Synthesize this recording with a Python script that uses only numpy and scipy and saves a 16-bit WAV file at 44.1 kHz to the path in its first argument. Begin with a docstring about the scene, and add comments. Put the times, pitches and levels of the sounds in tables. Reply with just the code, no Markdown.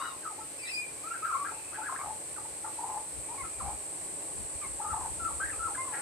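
"""A suburban verandah. On the rail a young magpie warbles softly: its syrinx membranes give gliding,
often rough whistles and low throbs, then slap shut in a closing rasp. Deck, wall and roof reflect it.
Cicadas shrill in the trees, a smaller bird pipes further off, faint whistles echo from deep in the foliage.
A light breeze puffs at the left microphone port over the hum of distant traffic."""
import sys
import numpy as np
from scipy import signal
from scipy.fft import rfft, irfft
from scipy.io import wavfile

SR = 44100
rng = np.random.default_rng(int(sys.argv[2]) if len(sys.argv) > 2 else 0)


def to_wav(s):
    """Save 16-bit WAV."""
    ch = np.atleast_2d(s).T  # columns
    pcm = np.round(np.clip(ch, -1, 1) * 32767)  # PCM
    wavfile.write(sys.argv[1], SR, pcm.astype(np.int16))


N = 265041
T = np.arange(N) / SR

SMOOTH, CLEAR, HUSKY, HOARSE = .04, .13, .42, .85  # roughness 0-1: unsteadiness of the membranes
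PURE = -29.5  # octave overtone/dB of a note sung without pressure


def undb(db):
    """Decibels to gain."""
    return 10 ** (np.asarray(db) / 20)


def unit(x):
    """Scale to rms 1."""
    return x / np.sqrt(np.mean(x ** 2))


def over_time(rows):
    """Interpolate each column over time."""
    times_s, *columns = np.transpose(rows)
    return [np.interp(T, np.sort(times_s), c) for c in columns]


def over_frequency(rows):
    """Interpolate each column over log frequency."""
    hz, *columns = np.transpose(rows)
    bins_hz = np.maximum(np.fft.rfftfreq(N, 1 / SR), 1)
    return [np.interp(np.log(bins_hz), np.log(hz), c) for c in columns]


def gate(from_s, to_s, fade_s):
    """Unity over the span, fading outside it."""
    edge = np.clip(np.minimum(T - from_s, to_s - T) / fade_s + 1, 0, 1)
    return np.sin(np.pi / 2 * edge) ** 2


def wander(rate_hz):
    """Smooth random signal, rms 1, rolling off at rate_hz."""
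    lowpass = np.exp(-(np.fft.rfftfreq(N, 1 / SR) / rate_hz) ** 2)
    return unit(irfft(rfft(rng.standard_normal(N)) * lowpass, N))


def band(x, lo_hz, hi_hz, order=2):
    """Butterworth band-pass."""
    return signal.sosfilt(signal.butter(order, [lo_hz, hi_hz], "band", fs=SR, output="sos"), x)


def colour(x, spectrum):
    """Filter by rows of f/Hz, gain/dB; flat beyond the ends."""
    response = np.fft.fftshift(irfft(undb(over_frequency(spectrum)[0]), N))
    return signal.fftconvolve(x, response, mode="same")


def phase_rad(hz):
    """Oscillator phase along a pitch curve."""
    return 2 * np.pi * np.cumsum(hz) / SR


def pan(x, left_db):
    """Stereo, left_db louder on the left."""
    return x * undb(np.array([[left_db], [-left_db]]) / 2)


def reverb(x, t60_s, gap_s):
    """Diffuse tail of unit energy, independent per channel."""
    t = T[:SR]
    tail = rng.standard_normal((2, SR)) * np.exp(-np.log(1000) * t / t60_s) * (t > gap_s)
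    tail /= np.sqrt(np.sum(tail ** 2, axis=1, keepdims=True))
    return signal.fftconvolve(x[None], tail, axes=1)[:, :N]


def surround(spectrum):
    """Noise from all around at the two microphone ports; mid rms 1."""
    # port pair: f/Hz, coherence 0-1, left minus right/dB
    ports = [(61, 1, 8.5), (152, 0.84, -1), (390, 0.5, 7.5), (700, 0.43, 4), (1401, 0, 1), (2260, 0.2, 4.5),
             (4610, 0, -.5), (7980, 0.12, -4), (10080, 0, 12), (12800, 0, 1.5)]
    coherence, left_db = over_frequency(ports)
    sign = np.array([[1], [-1]])
    mid, side = rfft(rng.standard_normal((2, N)))
    pair = np.sqrt(1 + coherence) * mid + sign * np.sqrt(1 - coherence) * side
    noise = irfft(pair * undb(over_frequency(spectrum)[0] + sign * left_db / 2), N)
    return noise / np.std(noise.mean(axis=0))


def whistles(notes, attack_s, release_s):
    """Syrinx notes bend through three pitches and swell midway; roughness shakes pitch and level."""
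    swell_db = 3.5
    jitter, flutter_db, gravel = .055, 4.2, .45  # rms at roughness 1
    shake, flutter, grit = wander(202), wander(195), wander(630)
    voice = np.zeros(N)
    for start_s, length_s, open_hz, mid_hz, close_hz, db, rough, octave_db in notes:
        span = slice(max(0, int((start_s - attack_s) * SR)), int((start_s + length_s + release_s) * SR))
        t = T[span] - start_s
        along = np.clip(2 * t / length_s - 1, -1, 1)
        hz = mid_hz + (close_hz - open_hz) / 2 * along + ((open_hz + close_hz) / 2 - mid_hz) * along ** 2
        phase = phase_rad(hz * (1 + jitter * rough * shake[span]))
        tone = np.sin(phase) + undb(octave_db) * np.sin(2 * phase)
        tone *= 1 + gravel * rough * grit[span]
        edge = np.clip(np.minimum(t / attack_s, (length_s - t) / release_s) + .5, 0, 1)
        level_db = db - swell_db * along ** 2 + flutter_db * rough * flutter[span]
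        voice[span] += np.sqrt(2) * np.sin(np.pi / 2 * edge) ** 2 * undb(level_db) * tone
    return voice


def buzz(contour, jitter, lo_hz, hi_hz, harmonics):
    """The membranes slap shut once a cycle; the throat passes one band of overtones."""
    hz, db = over_time(contour)
    phase = phase_rad(hz * (1 + jitter * wander(249)))
    pulses = sum(np.cos(k * phase) for k in range(1, harmonics + 1))
    envelope = undb(db) * gate(contour[0][0], contour[-1][0], fade_s=.008)
    return envelope * unit(band(pulses, lo_hz, hi_hz))


def magpie():
    """Gliding whistles and low throbs, both shaped by the throat."""
    # warble; at overlaps both sides of the syrinx sound:
    # t/s, length/s, opening f/Hz, middle f/Hz, closing f/Hz, relative level/dB, roughness 0-1, octave/dB
    notes = [ (0, 0.031, 1248, 1081, 1050, -32.5, HUSKY, PURE),
             (.005, 0.089, 1268, 1405, 1077, -39, HOARSE, PURE),
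             (.085, .07, 1122, 1079, 1040, -45, HUSKY, PURE),
             (.228, 0.024, 1660, 1560, 1420, -47, HUSKY, PURE),
             (.25, 0.032, 1387, 1292, 1160, -36.5, HUSKY, PURE),
             (.295, 0.038, 902, 862, 775, -47, HUSKY, PURE),
             (.405, 0.019, 1316, 1310, 1330, -46, CLEAR, PURE),
             (1.038, 0.072, 1192, 1345, 1350, -41.5, CLEAR, PURE),
             (1.11, 0.022, 1310, 1379, 1346, -31.5, CLEAR, -18),
             (1.138, 0.038, 1630, 1570, 1270, -40.5, HUSKY, PURE),
             (1.225, .05, 1230, 1348, 1396, -31, CLEAR, PURE),
             (1.248, 0.033, 1626, 1548, 1580, -38.5, HUSKY, PURE),
             (1.277, 0.045, 1210, 1254, 1010, -33.5, CLEAR, PURE),
             (1.323, 0.021, 1372, 1365, 1230, -28, CLEAR, PURE),
             (1.342, 0.022, 1200, 1090, 1096, -26, CLEAR, PURE),
             (1.37, .075, 1178, 1137, 1188, -33.5, CLEAR, PURE),
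             (1.445, 0.055, 1238, 1353, 1236, -42, HOARSE, PURE),
             (1.448, 0.025, 1560, 1605, 1690, -35, CLEAR, PURE),
             (1.725, 0.067, 1143, 1633, 1320, -46.5, HOARSE, -18),
             (1.815, 0.042, 1296, 1474, 1680, -38, HUSKY, PURE),
             (1.853, 0.042, 1575, 1676, 1020, -34, HUSKY, PURE),
             (1.895, 0.052, 972, 1039, 1076, -40, HOARSE, PURE),
             (1.945, 0.03, 1300, 1534, 1560, -42, HOARSE, PURE),
             (1.99, 0.031, 1090, 1133, 1035, -39, HOARSE, -15),
             (2.0, 0.068, 1378, 1290, 1130, -49.5, HOARSE, PURE),
             (2.035, 0.07, 863, 828, 780, -42, HOARSE, PURE),
             (2.362, 0.032, 1473, 1276, 880, -45, HOARSE, PURE),
             (2.642, 0.038, 1396, 1283, 1250, -44, HOARSE, PURE),
             (2.785, 0.211, 931.5, 1020, 988, -45.5, HUSKY, PURE),
             (3.283, 0.068, 889, 945, 1044, -44, HUSKY, PURE),
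             (3.378, 0.0513, 1105, 1087, 990, -40.5, CLEAR, -8),
             (3.437, 0.025, 1370, 1294, 1200, -41, HUSKY, PURE),
             (3.598, 0.027, 1453, 1074, 1040, -38, HUSKY, PURE),
             (3.62, .115, 758.5, 818, 789, -45, HOARSE, PURE),
             (3.66, 0.057, 1057, 1040, 980, -48.5, HOARSE, PURE),
             (4.615, 0.051, 1272, 1132, 1074, -44.5, HUSKY, -6.5),
             (4.807, 0.02, 1197, 1250, 1230, -45, HOARSE, PURE),
             (4.845, .055, 1334, 1192, 1370, -37, HUSKY, PURE),
             (4.903, .033, 1342, 1288, 1144, -33, HUSKY, PURE),
             (4.935, .145, 1203, 1064, 931, -43.5, HOARSE, PURE),
             (5.198, 0.044, 1421, 1352, 1300, -37, CLEAR, PURE),
             (5.24, 0.028, 1360, 1346, 1280, -30, CLEAR, PURE),
             (5.272, .036, 1230, 1172, 1020, -41, HUSKY, PURE),
             (5.399, 0.011, 1117, 1305, 1440, -33, HUSKY, PURE),
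             (5.405, 0.043, 1540, 1573, 1696, -29.5, CLEAR, PURE),
             (5.444, 0.073, 1792, 1814, 1700, -44.5, HOARSE, PURE),
             (5.522, 0.023, 1395, 1263, 1170, -42.5, HUSKY, -4.5),
             (5.591, 0.033, 1430, 1301, 1340, -37.5, CLEAR, PURE),
             (5.627, 0.042, 1406, 1358, 1247, -31.5, CLEAR, PURE),
             (5.668, 0.057, 1187, 891, 843, -44.5, HOARSE, PURE),
             (5.745, 0.019, 1520, 1640, 1140, -37.5, HUSKY, PURE),
             (5.776, 0.048, 1016, 1052, 1034, -34.5, SMOOTH, -9.5),
             (5.848, 0.072, 1142, 1042, 980, -43, HUSKY, PURE),
             (5.925, 0.06, 855, 848, 815, -38.5, HUSKY, -9), ]
    # short voice pulses, single or in rolls: t/s, relative level/dB
    throbs = [(0.386, -34), (1.518, -40.5), (1.564, -42), (1.783, -30), (1.805, -34), (2.062, -36),
              (2.099, -31), (2.386, -37.5), (2.446, -40), (2.643, -30), (2.675, -41), (2.784, -34.5),
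              (2.806, -38), (2.833, -27.5), (2.894, -27), (2.94, -30), (2.97, -27.5), (3.337, -38),
              (3.684, -34), (4.796, -30), (4.844, -31.5), (4.934, -26), (4.967, -31.5), (5.002, -34),
              (5.05, -31.5), (5.302, -39.5)]
    # throat and nearly closed beak: f/Hz, gain/dB
    throat = [(500, -5.5), (740, 4), (810, -1.5), (875, 1), (960, -1.5), (1050, -1.5), (1370, -0.5),
              (1480, -3), (1620, -2), (2150, 2), (2500, -3), (3200, -4)]
    throb_s, top_hz, low_hz = .015, 884.3, 822.7  # pitch arch at the lowest throat resonance
    arches = [(s, throb_s, low_hz, top_hz, low_hz, db - 3, HUSKY, PURE) for s, db in throbs]
    warble = whistles(notes, attack_s=.011, release_s=.01)
    throbbing = whistles(arches, attack_s=.028, release_s=.01)
    return undb(-.39) * colour(warble + throbbing, throat)


def nasal_note():
    """The magpie's thin opening buzz: high overtones of the membrane pulses."""
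    # contour: t/s, f/Hz, relative level/dB
    contour = [(0, 932, -51), (.04, 965, -52), (.08, 974, -53), (.11, 920, -53), (.15, 900, -70)]
    return undb(-.5) * buzz(contour, jitter=.021, lo_hz=2600, hi_hz=4200, harmonics=7)


def verandah(x):
    """Direct sound, hard reflections, a short ring under the roof and a faint one from the garden."""
    # deck, wall and roof reflections: delay/s, left gain, right gain
    echoes = [(.004, 0.11, 0.1), (0.0126, 0.32, .05), (0.0158, .05, 0.22), (0.0211, 0.079, 0.11),
              (0.032, 0.075, 0.15)]
    early = sum(np.array([[left], [right]]) * np.interp(T - delay_s, T, x, left=0)
                for delay_s, left, right in echoes)
    roof = undb(-2.5) * reverb(x, t60_s=.25, gap_s=.005)
    garden = undb(-23) * reverb(x, t60_s=1.0, gap_s=.087)
    wet = early + roof + garden
    mid = wet.mean(axis=0)
    alike_hz = 1230  # below this the reflections narrow towards mono
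    side_db = over_frequency([(alike_hz / 2, -20), (alike_hz, 0)])[0]
    side = irfft(rfft(wet - mid) * undb(side_db), N)
    return undb(-1.63) * pan(x + mid + side, left_db=4)


def cicadas():
    """Many insects merge into one shrill band that grows steadily and shimmers."""
    # chorus spectrum: f/Hz, relative density/dB
    chorus = [(5500, -29.5), (6700, -22.5), (7050, -16), (7350, -9.5), (7900, -1.5), (8350, 1.5),
              (8700, -2.2), (9050, -5.5), (9450, -8), (9750, -14.5), (10200, -21.5), (11000, -28.5),
              (14000, -51)]
    start_db, rise_db_per_s, shimmer_db = -46, 1.0, .39
    return surround(chorus) * undb(start_db + rise_db_per_s * T + shimmer_db * wander(90))


def suburb():
    """Distant traffic with a low drone, slowly growing, and a soft hiss from the trees."""
    # traffic spectrum: f/Hz, relative density/dB
    traffic = [(18, -53), (30, -14.5), (85, -2.5), (173, -3.5), (220, -10.5), (290, -1.5), (406, -1.5),
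               (588, 0.5), (690, -3.5), (824, -1), (983, -5.5), (1100, -3.5), (1400, -23), (1820, -68),
               (3080, -120)]
    # leaves and far insects: f/Hz, relative density/dB
    leaves = [(600, -62), (1300, -1.5), (1900, -1), (2450, -1), (2900, -4), (3500, -8), (4300, -2.5),
              (5400, -7), (6500, -5), (9000, -13), (12500, -6.5), (14500, -14.5), (17000, -74)]
    start_db, rise_db_per_s = -54.5, .64
    hum = surround(traffic) * undb(.5 * wander(8.6))
    drone = undb(-10.5) * unit(band(rng.standard_normal(N), 283, 340.4))
    hiss = surround(leaves) * undb(-55.5 + .5 * wander(7.6))
    return (hum + pan(drone, left_db=-3)) * undb(start_db + rise_db_per_s * T) + hiss


def tree_bird():
    """A scratchy squeak clears into piping with a strong octave, scattered by foliage."""
    # call: t/s, length/s, opening f/Hz, middle f/Hz, closing f/Hz,
    # relative level/dB, roughness 0-1, octave/dB
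    piping = [ (.584, 0.017, 2610, 2580, 2600, -47.5, HUSKY, -5),
              (.615, 0.039, 2310, 2356, 2390, -44, HUSKY, -7),
              (.654, 0.036, 1880, 2000, 2090, -44.5, HOARSE, -1),
              (.671, 0.031, 2640, 2622, 2630, -40.5, HUSKY, -6),
              (.712, 0.048, 2433, 2437, 2475, -40.5, SMOOTH, 2.5),
              (.756, 0.056, 2464, 2451, 2437, -33.5, SMOOTH, -15),
              (.826, 0.017, 2300, 2345, 2390, -41, SMOOTH, -31),
              (.858, 0.036, 2390, 2400, 2450, -49.5, SMOOTH, -17), ]
    call = whistles(piping, attack_s=.008, release_s=.026)
    right_lag_s = .00023  # the bird sits to the left
    direct = np.array([call, np.interp(T - right_lag_s, T, call)])
    scattered = reverb(call, t60_s=.13, gap_s=.0073)
    return pan(undb(-3.5) * direct + undb(-1) * scattered, left_db=1.5)


def far_whistles():
    """Wavering whistles so deep in the trees that only their echo arrives."""
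    # whistles: t/s, length/s, f/Hz, relative level/dB
    notes = [(0.954, 0.51, 2396, -60.5), (1.506, 0.26, 2540, -60.5), (3.202, 0.49, 2380, -63)]
    waver = 1 + .045 * wander(60)
    calls = sum(undb(db) * gate(s, s + length_s, fade_s=.046) * np.sin(phase_rad(hz * waver))
                for s, length_s, hz, db in notes)
    return undb(7) * reverb(calls, t60_s=.34, gap_s=.03)


def breeze():
    """Eddies rumble at each port independently, most at the windward left: puffs, then a gusty spell."""
    # wind puffs: t/s, length/s, relative level/dB
    puffs = [(2.119, 0.12, -53), (3.18, .07, -49), (3.438, .057, -48.5), (3.623, .08, -46),
             (3.664, 0.08, -46), (3.75, .08, -51.5), (4.413, .11, -44), (4.563, .044, -47)]
    spell_db, gust_db, lee_db = -48.5, 4, -8.5
    eddies = band(rng.standard_normal((2, N)), 57, 76.6, order=1)
    eddies = unit(band(eddies, 33, 280, order=3))
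    puffing = sum(undb(db + 4) * np.exp(-(2 * (T - s) / length_s) ** 2) for s, length_s, db in puffs)
    spell = gate(from_s=4.7, to_s=5.7, fade_s=.13) * undb(spell_db + gust_db * wander(11))
    return (puffing + spell) * undb([[0], [lee_db]]) * eddies


def rasp():
    """The magpie's closing rasp: slow, uneven membrane pulses."""
    # contour: t/s, pulse rate/Hz, level/dB
    contour = [(5.885, 284.4, -57), (5.925, 273, -56), (5.942, 269, -37.5), (5.97, 273.5, -43.5),
               (6.01, 295, -48)]
    return buzz(contour, jitter=.0343, lo_hz=1340, hi_hz=1960, harmonics=11)


def scene():
    """The magpie close by, the garden behind it."""
    near = verandah(rasp() + nasal_note() + magpie())
    return near + tree_bird() + far_whistles() + cicadas() + suburb() + breeze()


def record(dry):
    """The recorder's steep low-pass cuts the top."""
    top_hz = 14800
    return signal.sosfilt(signal.ellip(10, .1, 80, top_hz, fs=SR, output="sos"), dry)


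dry = scene()
out = record(dry)
to_wav(out)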